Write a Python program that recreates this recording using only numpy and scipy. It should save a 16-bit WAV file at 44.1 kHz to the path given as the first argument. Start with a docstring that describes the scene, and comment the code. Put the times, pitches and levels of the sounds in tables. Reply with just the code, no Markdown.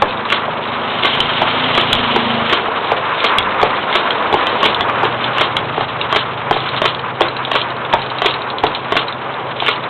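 """Treadle lathe in a yard

A wooden lathe is worked before a brick wall while engines drone far off. With each turn of the flywheel
the treadle knocks and the loose linkage clatters: impacts excite damped modes of wood and joints.
The tool scrapes and ticks on the spinning work and now and then slaps its rest.
A narrow-band recorder overloads on the blows."""
import sys
import numpy as np
from scipy import signal
from scipy.fft import rfft, irfft
from scipy.io import wavfile
from scipy.ndimage import map_coordinates

SR = 44100
rng = np.random.default_rng(int(sys.argv[2]) if len(sys.argv) > 2 else 0)


def master(y):
    """Save y as 16-bit WAV."""
    cut = np.clip(np.atleast_2d(y).T, -1, 1)
    pcm = np.round(cut * 32767)  # scale
    wavfile.write(sys.argv[1], SR, pcm.astype(np.int16))


N = 436149
TIME = np.arange(N) / SR
BLOW_TIME = TIME[:SR // 4]
SPINDLE_HZ = 12.1

# Levels in all tables are relative; each source adds its own gain.
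# treadle knocks: t/s, level/dB, main pitch f/Hz
KNOCKS = [(0.021, 5, 900), (0.48, -7.5, 746), (1.418, 0.5, 730), (2.161, -2, 744), (2.683, -11, 730),
          (2.917, -0.5, 800), (3.629, 5, 923), (4.34, 4.5, 850), (5.032, -3.5, 727), (5.778, -5, 670),
          (6.51, 3, 708), (6.563, -6.5, 840), (7.208, 5.5, 777), (7.936, 6, 870), (8.637, 2, 804),
          (9.622, -6.5, 816)]
# linkage clatters, one a turn: t/s, lead of the joint's clack/s, level of its wood modes/dB
CLATTERS = [(0.321, .019, -17), (1.047, 0.013, -2), (1.775, 0.024, -12), (2.525, 0.028, -21),
            (3.241, .037, -23), (3.952, 0.025, -17), (4.653, 0.023, 8), (5.409, 0.026, -20),
            (6.16, 0.034, 8), (6.853, .0355, 6.5), (7.553, 0.037, 4.5), (8.257, 0.038, 6),
            (8.966, 0.044, 6), (9.681, .0176, -24)]
# steady running: t/s, rumble level/dB, rubbing level/dB
RUNNING = [(0.0, -27, -23), (0.63, -26.5, -24.5), (1.32, -25.5, -21), (1.87, -23.5, -20.5),
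           (2.59, -24, -22), (3.22, -26, -18), (4.62, -22, -20.5), (5.29, -25.5, -20.5), (5.73, -26.5, -24),
           (6.25, -28.5, -23.5), (9.45, -28, -26.5), (9.89, -28, -26.5)]


def treadle():
    """Impact excitation: the treadle ends its stroke and its heavily damped modes give a dull knock."""
    # treadle modes: f/Hz, level/dB, T60/s
    modes = [(350, -13, .04), (430, -10, .04), (530, -8, .03), (660, -5, .024), (810, 0, .022),
             (1050, -6, .022), (1500, -14, .02), (2200, -17, .015), (3200, -19, .015)]
    out = np.zeros(N)
    for s, db, hz in KNOCKS:
        body = ring(modes, pitch=np.sqrt(hz / 780))
        add(out, s, amp(db + 1) * strike(body, chatter=0.71, decay_s=0.0044))
    return out


def joints(take_up_db=-2, bounce_db=-6.5, bounce_lead_s=.011):
    """Backlash: a slack joint snaps across its play and rebounds once before each clatter."""
    # stray clacks, most beside a treadle knock: t/s, level/dB, level of the wood modes/dB
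    strays = [(3.6152, -7, 5.5), (4.3271, -3, 7), (4.4689, 0, -1.5), (4.8078, -2, 4), (5.0518, -4, 5.5),
              (5.8087, -5, 7), (6.5275, -4.5, -1), (7.2175, 0.5, -31), (7.9279, -3.5, 0)]
    # bright modes of a joint: f/Hz, level/dB, T60/s
    snap_modes = [(1550, -5, .014), (2050, -3, .016), (2650, -4, .014), (3150, 0, .018), (3550, -2, .016),
                  (4000, -4, .01)]
    # its low wood modes: f/Hz, level/dB, T60/s
    wood_modes = [(400, -7, .035), (690, -3, .035), (1120, 0, .022)]
    take_ups = [(s - lead, take_up_db, wood_db) for s, lead, wood_db in CLATTERS]
    bounces = [(s - bounce_lead_s, bounce_db, wood_db) for s, _, wood_db in CLATTERS]
    clacks = take_ups + strays + bounces
    pitches = 1 + 0.078 * rng.standard_normal(len(clacks))
    out = np.zeros(N)
    for (s, db, wood_db), pitch in zip(clacks, pitches):
        snap = strike(ring(snap_modes, pitch), chatter=0.62, decay_s=0.018)
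        wood = strike(ring(wood_modes, pitch), chatter=0.9, decay_s=0.0016)
        add(out, s, amp(db - 0.1) * (snap + amp(wood_db - 6.5) * wood))
    return out


def linkage(hold_s=0.0091, drag_lag_s=0.032, drag_width_s=0.029):
    """Dense impacts merge into a noise burst as the linkage slams over; brief sliding friction follows."""
    # spectrum of the contacts: f/Hz, level/dB
    contact_spectrum = [(100, -37), (280, -4.5), (380, 7), (490, 3.5), (620, 2.5), (800, -1.5), (1140, 5.5),
                        (1550, 2.5), (1800, -7), (2130, 6.5), (2600, -2.5), (3130, 2), (4200, -2),
                        (6000, -30.5)]
    # spectrum of the sliding: f/Hz, level/dB
    scrape_spectrum = [(300, -35), (1100, 2.5), (1700, -9.5), (2300, -10.5), (2900, 1), (3600, 0.5),
                       (4300, 0.5), (6000, -17)]
    t = BLOW_TIME - BLOW_TIME[-1] / 3
    slam = np.clip(t / .0012, 0, 1) * np.exp(-np.maximum(t - hold_s, 0) / .005)
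    drag = np.exp(-((t - drag_lag_s) / drag_width_s) ** 2)
    slams, drags = np.zeros(N), np.zeros(N)
    for s, _, _ in CLATTERS:
        add(slams, s + t[0], slam)
        add(drags, s + t[0], drag)
    contacts = noise(contact_spectrum)
    scrape = coloured(grains(per_s=3500, spread_db=2.9), scrape_spectrum)
    return amp(-7.5) * slams * contacts + amp(-17) * drags * scrape


def tool_slaps(push_s=0.0019):
    """Momentum transfer: the steel tool bounces on its rest with a bright ring and shoves the frame."""
    # slaps: t/s, ring level/dB, thud level/dB
    slaps = [(1.203, 2.5, -10.5), (1.929, 6, -8), (3.384, 5, -11), (4.105, -3, -38), (5.567, 3, -20)]
    # modes of the tool on its rest: f/Hz, level/dB, T60/s
    modes = [(800, -9, .035), (1400, -6, .012), (2200, -6, .012), (2800, -4, .013), (3200, 0, .018),
             (3480, -4, .018), (4000, -5, .01)]
    u = BLOW_TIME / push_s
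    thud = -u * (1 - u / 3) * np.exp(1 - u)
    out = np.zeros(N)
    for s, db, thud_db in slaps:
        steel = strike(ring(modes), chatter=3.4, decay_s=0.0018)
        add(out, s, amp(db) * steel + amp(thud_db - 2) * thud)
    return out


def tool_ticks(small_chips_per_s=1.2, small_chip_range_db=(-25, -16)):
    """Impulses ring the tool: periodic from high spots on the spinning work, irregular from chips."""
    # the largest chips snapping off: t/s, level/dB
    chips = [(0.108, -20), (4.7461, -9.5), (5.242, -12.5), (6.013, -12), (6.7644, -14), (6.9478, -12),
             (6.9935, -19), (8.309, -12.5), (8.3402, -10.5), (9.0808, -16.5), (9.1248, -20.5),
             (9.3412, -23)]
    # high spots, met once a spindle turn: first t/s, last t/s, first level/dB, last level/dB
    high_spots = [(0.094, 0.253, -21, -21.5), (6.604, 6.775, -17, -12.5), (7.284, 7.6155, -16.5, -11.5),
                  (7.7663, 8.185, -23.5, -13.5), (8.4193, 8.749, -17.5, -10), (9.6015, 9.838, -14, -23)]
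    # tool modes: f/Hz, level/dB, T60/s
    modes = [(1200, -10, .01), (2400, -7, .008), (3050, -4, .009), (3600, 0, .011), (4100, 2, .009)]
    ticks = list(chips)
    for first, last, first_db, last_db in high_spots:
        count = round((last - first) * SPINDLE_HZ) + 1
        ticks += zip(np.linspace(first, last, count), np.linspace(first_db, last_db, count))
    for s in TIME[rng.random(N) < small_chips_per_s / SR]:
        ticks.append((s, rng.uniform(*small_chip_range_db)))
    pitches = 1 + 0.034 * rng.standard_normal(len(ticks))
    out = np.zeros(N)
    for (s, db), pitch in zip(ticks, pitches):
        add(out, s, amp(db + 8.5) * strike(ring(modes, pitch), chatter=1.0, decay_s=0.0046))
    return out


def cut_depth():
    """Power summation: the feed, a lurch at each clatter and a jolt at each knock set the cut, in dB."""
    # how hard the turner feeds the tool: t/s, level/dB
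    feed = [(0, -35), (0.55, -29.5), (1.12, -19), (2.28, -19), (2.66, -27), (3.5, -29), (3.78, -25.5),
            (4.25, -26.5), (4.68, -21), (4.88, -32), (5.25, -23.5), (5.6, -30), (6.45, -33.5), (6.76, -26),
            (6.96, -36.5), (9.89, -33.5)]
    feed_db, = curves(feed)
    lurches = sum(swell(s - .006, rise_s=0.092, fall_s=.05) for s, _, _ in CLATTERS)
    jolts = sum(amp(db / 2) * swell(s, rise_s=.008, fall_s=.13) for s, db, _ in KNOCKS)
    return 10 * np.log10(amp(feed_db + 3.3) ** 2 + (amp(-20) * lurches) ** 2 + (amp(-25) * jolts) ** 2)


def cutting(cut_db):
    """Fracture noise: fibres tear in clumps, most at the end grain, which comes round twice a turn."""
    # spectrum of tearing fibres: f/Hz, level/dB
    spectrum = [(600, -23.5), (1400, -9), (1850, -5), (2200, -1), (2600, -2), (3080, 1.5), (3350, 0),
                (3650, -0.5), (4300, -3)]
    turns = np.cumsum(SPINDLE_HZ * (1 + 0.027 * wander(1.8))) / SR
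    bite = np.exp(-(2 * turns % 1) / 0.36)
    skipping = np.interp(cut_db, [-28, -18], [1, .55])  # a light cut skips, a deep one runs more evenly
    flicker_db = np.clip(3.9 * wander(60) + 3 * wander(190), -8, 5)
    clumps_db = skipping * (6 * (bite - bite.mean()) + flicker_db)
    return amp(cut_db + 1.5 + clumps_db) * coloured(grains(per_s=16000, spread_db=1.1), spectrum)


def tool_chatter(cut_db):
    """Resonance: in a deep cut the tool rasps around its natural frequency, in short fits."""
    # resonance of the loaded tool: f/Hz, level/dB
    resonance = [(2400, -24), (2850, -2.5), (3080, 1), (3350, -6), (3900, -18)]
    load = np.clip((cut_db + 24) / 6, 0, 1)
    fits = np.maximum(wander(70) + 0.9, 0)
    return amp(cut_db - 12) * load * fits * noise(resonance)


def running():
    """Random vibration and friction: the frame rumbles and the work rubs, each a wavering noise band."""
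    # spectrum of the frame: f/Hz, level/dB
    rumble_spectrum = [(25, -39.5), (60, -19.5), (110, -9), (200, -6), (300, -3.5), (430, 0.5), (700, 1),
                       (950, -1), (1500, -28), (4000, -37)]
    # spectrum of the rubbing: f/Hz, level/dB
    rub_spectrum = [(300, -39), (700, -11.5), (1000, 3), (1250, 1), (1550, -3.5), (1900, -7.5),
                    (2600, -10.5), (4200, -27)]
    rumble_db, rub_db = curves(RUNNING)
    rumble = amp(rumble_db + 1.93 + 0.99 * wander(40)) * noise(rumble_spectrum)
    rub = amp(rub_db + 0.71 + 2.0 * wander(50)) * noise(rub_spectrum)
    return rumble + rub


def far_engine():
    """Harmonic series: low orders of the engine's cycle rate each waver on their way through the air."""
    # cycle rate: t/s, f/Hz
    speed = [(0, 25.3), (1.8, 28.5), (2.03, 26.4), (2.5, 25.5), (3.1, 25.8), (3.6, 23), (4.2, 23),
             (5.3, 25.9), (6.5, 26.6), (9.89, 27.3)]
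    # engine strength: t/s, exhaust level/dB, body level/dB
    levels = [(0, -37, -32.5), (.6, -31.5, -31.5), (1.8, -23.5, -25.5), (2.2, -27.5, -18),
              (2.42, -23.5, -23.5), (2.65, -41, -38), (3.1, -34, -45), (3.5, -39.5, -32), (4.3, -41.5, -41),
              (5.6, -27, -34), (6.1, -29.5, -39), (6.5, -27.5, -38.5), (7.2, -33.5, -38),
              (9.89, -37.5, -41.5)]
    # exhaust harmonics: order, level/dB
    exhaust_orders = [(3, -11), (4, -1), (5, -1.5), (6, -1.5)]
    # engine body harmonics: order, level/dB
    body_orders = [(8, -9), (9, -3), (10, -13)]
    hz, = curves(speed)
    exhaust_db, body_db = curves(levels)
    phase = 2 * np.pi * np.cumsum(hz * (1 + .002 * wander(5))) / SR
    out = np.zeros(N)
    for orders, level_db in (exhaust_orders, exhaust_db - 5.5), (body_orders, body_db - 3.5):
        partials = (amp(db + 1.5 * wander(6)) * np.sin(k * phase + .25 * wander(10)) for k, db in orders)
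        out += amp(level_db) * unit_rms(sum(partials))
    return out


def far_drone(fade_s=.5):
    """Amplitude modulation: a second far engine enters as one wavering tone, slowly rising in pitch."""
    # course of the tone: t/s, f/Hz, level/dB
    course = [(4.5, 114, -34), (5.5, 123.2, -36.5), (7.8, 127.8, -37.5), (8.5, 128.9, -40.5),
              (9.89, 130.4, -37)]
    hz, db = curves(course)
    fade_in = np.clip((TIME - course[0][0]) / fade_s, 0, 1)
    tone = np.sqrt(2) * np.sin(2 * np.pi * np.cumsum(hz) / SR)
    return amp(db + .8 * wander(8)) * fade_in * tone


def yard(x, wall_s=.021, wall_db=-15, tail_db=-10):
    """Reflection and scattering: one echo from the brick wall and a short diffuse tail join the sound."""
    # reverberation time: f/Hz, T60/s
    decay = [(200, 0.38), (800, 0.15), (2000, 0.14), (4000, 0.11)]
    hz, t, spectra = signal.stft(rng.standard_normal(SR // 3), SR, nperseg=256)
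    spectra *= amp(-60 * t / over_log_hz(decay, hz)[:, None])
    _, response = signal.istft(spectra, SR, nperseg=256)
    response *= np.minimum(TIME[:len(response)] / 0.0052, 1)
    response *= amp(tail_db) / np.linalg.norm(response)
    response[round(wall_s * SR)] += amp(wall_db)
    return x + signal.fftconvolve(x, response)[:N]


def ring(modes, pitch=1):
    """Modal superposition: damped sines, slightly detuned for each blow; peak 1."""
    shifts = pitch * rng.uniform(.95, 1.05, len(modes))
    x = sum((-1) ** k * amp(db - 60 * BLOW_TIME / t60) * np.sin(2 * np.pi * hz * shifts[k] * BLOW_TIME)
            for k, (hz, db, t60) in enumerate(modes))
    return x / abs(x).max()


def strike(body, chatter, decay_s):
    """Convolution: a firm contact and a dying chatter of smaller ones drive a body's response; peak 1."""
    force = rng.standard_normal(len(BLOW_TIME)) * np.exp(-BLOW_TIME / decay_s)
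    force *= chatter / np.linalg.norm(force)
    force[0] += 1
    x = signal.fftconvolve(force, body)[:len(force)]
    return x / abs(x).max()


def grains(per_s, spread_db):
    """Shot noise: a dense random train of clicks of uneven size."""
    sizes = rng.standard_normal(N) * amp(spread_db * np.minimum(rng.exponential(1, N), 4))
    return sizes * (rng.random(N) < per_s / SR)


def noise(spectrum):
    """Gaussian noise with a given spectrum, at rms 1."""
    return coloured(rng.standard_normal(N), spectrum)


def coloured(x, spectrum):
    """Spectral shaping of x, at rms 1."""
    gain = amp(over_log_hz(spectrum, np.fft.rfftfreq(len(x), 1 / SR)))
    return unit_rms(irfft(rfft(x) * gain, len(x)))


def wander(hz):
    """Random modulation of rms 1, changing about hz times a second."""
    knots = rng.standard_normal(4096)
    return unit_rms(map_coordinates(knots, [TIME * hz], order=1, mode="wrap"))


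def swell(s, rise_s, fall_s):
    """Exponential growth to 1 at time s, then exponential decay."""
    return np.exp(-np.maximum((s - TIME) / rise_s, (TIME - s) / fall_s).clip(0, 20))


def curves(rows):
    """Linear interpolation of each column over time."""
    s, *columns = np.transpose(rows)
    return [np.interp(TIME, s, column) for column in columns]


def over_log_hz(points, hz):
    """Linear interpolation over log frequency."""
    f, value = np.transpose(points)
    return np.interp(np.log(hz + 1), np.log(f), value)


def amp(db):
    """Decibels to amplitude ratio."""
    return 10 ** (np.asarray(db) / 20)


def unit_rms(x):
    """Normalisation to rms 1."""
    return x / np.sqrt(np.mean(x ** 2) + 1e-20)


def add(mix, s, sound):
    """Superposes a sound on the mix at time s."""
    part = mix[max(round(s * SR), 0):][:len(sound)]
    part += sound[:len(part)]


def lowpass(x, hz, taps):
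    """A steep zero-phase low-pass."""
    return signal.oaconvolve(x, signal.firwin(taps, hz, window=("kaiser", 9), fs=SR)[None], "same")


def scene():
    """Superposition: the lathe's blows and their echoes, over its running noise and the far engines."""
    cut_db = cut_depth()
    steady = running() + cutting(cut_db) + tool_chatter(cut_db) + far_engine() + far_drone()
    blows = treadle() + joints() + linkage() + tool_slaps() + tool_ticks()
    return (yard(blows) + steady)[None]


def record(dry, band_hz=3998, preamp_ceiling=.78, full_scale=.71, knee=0.021, spit_db=-8):
    """Nonlinear distortion: in a narrow-band recorder loud blows gain a low thud and spit treble."""
    narrow = lowpass(dry, band_hz, taps=171)
    # the preamp overloads on positive peaks only, which makes the thud
    lopsided = narrow - lowpass(np.maximum(narrow - preamp_ceiling, 0), hz=530, taps=101)
    linear = np.clip(lopsided, knee - full_scale, full_scale - knee)
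    clipped = linear + knee * np.tanh((lopsided - linear) / knee)
    body = lowpass(clipped, hz=4700, taps=171)
    spit = clipped - body  # clipping products above the band
    return lowpass(body + amp(spit_db) * spit, hz=16000, taps=511)


dry = scene()
out = record(dry)
master(out)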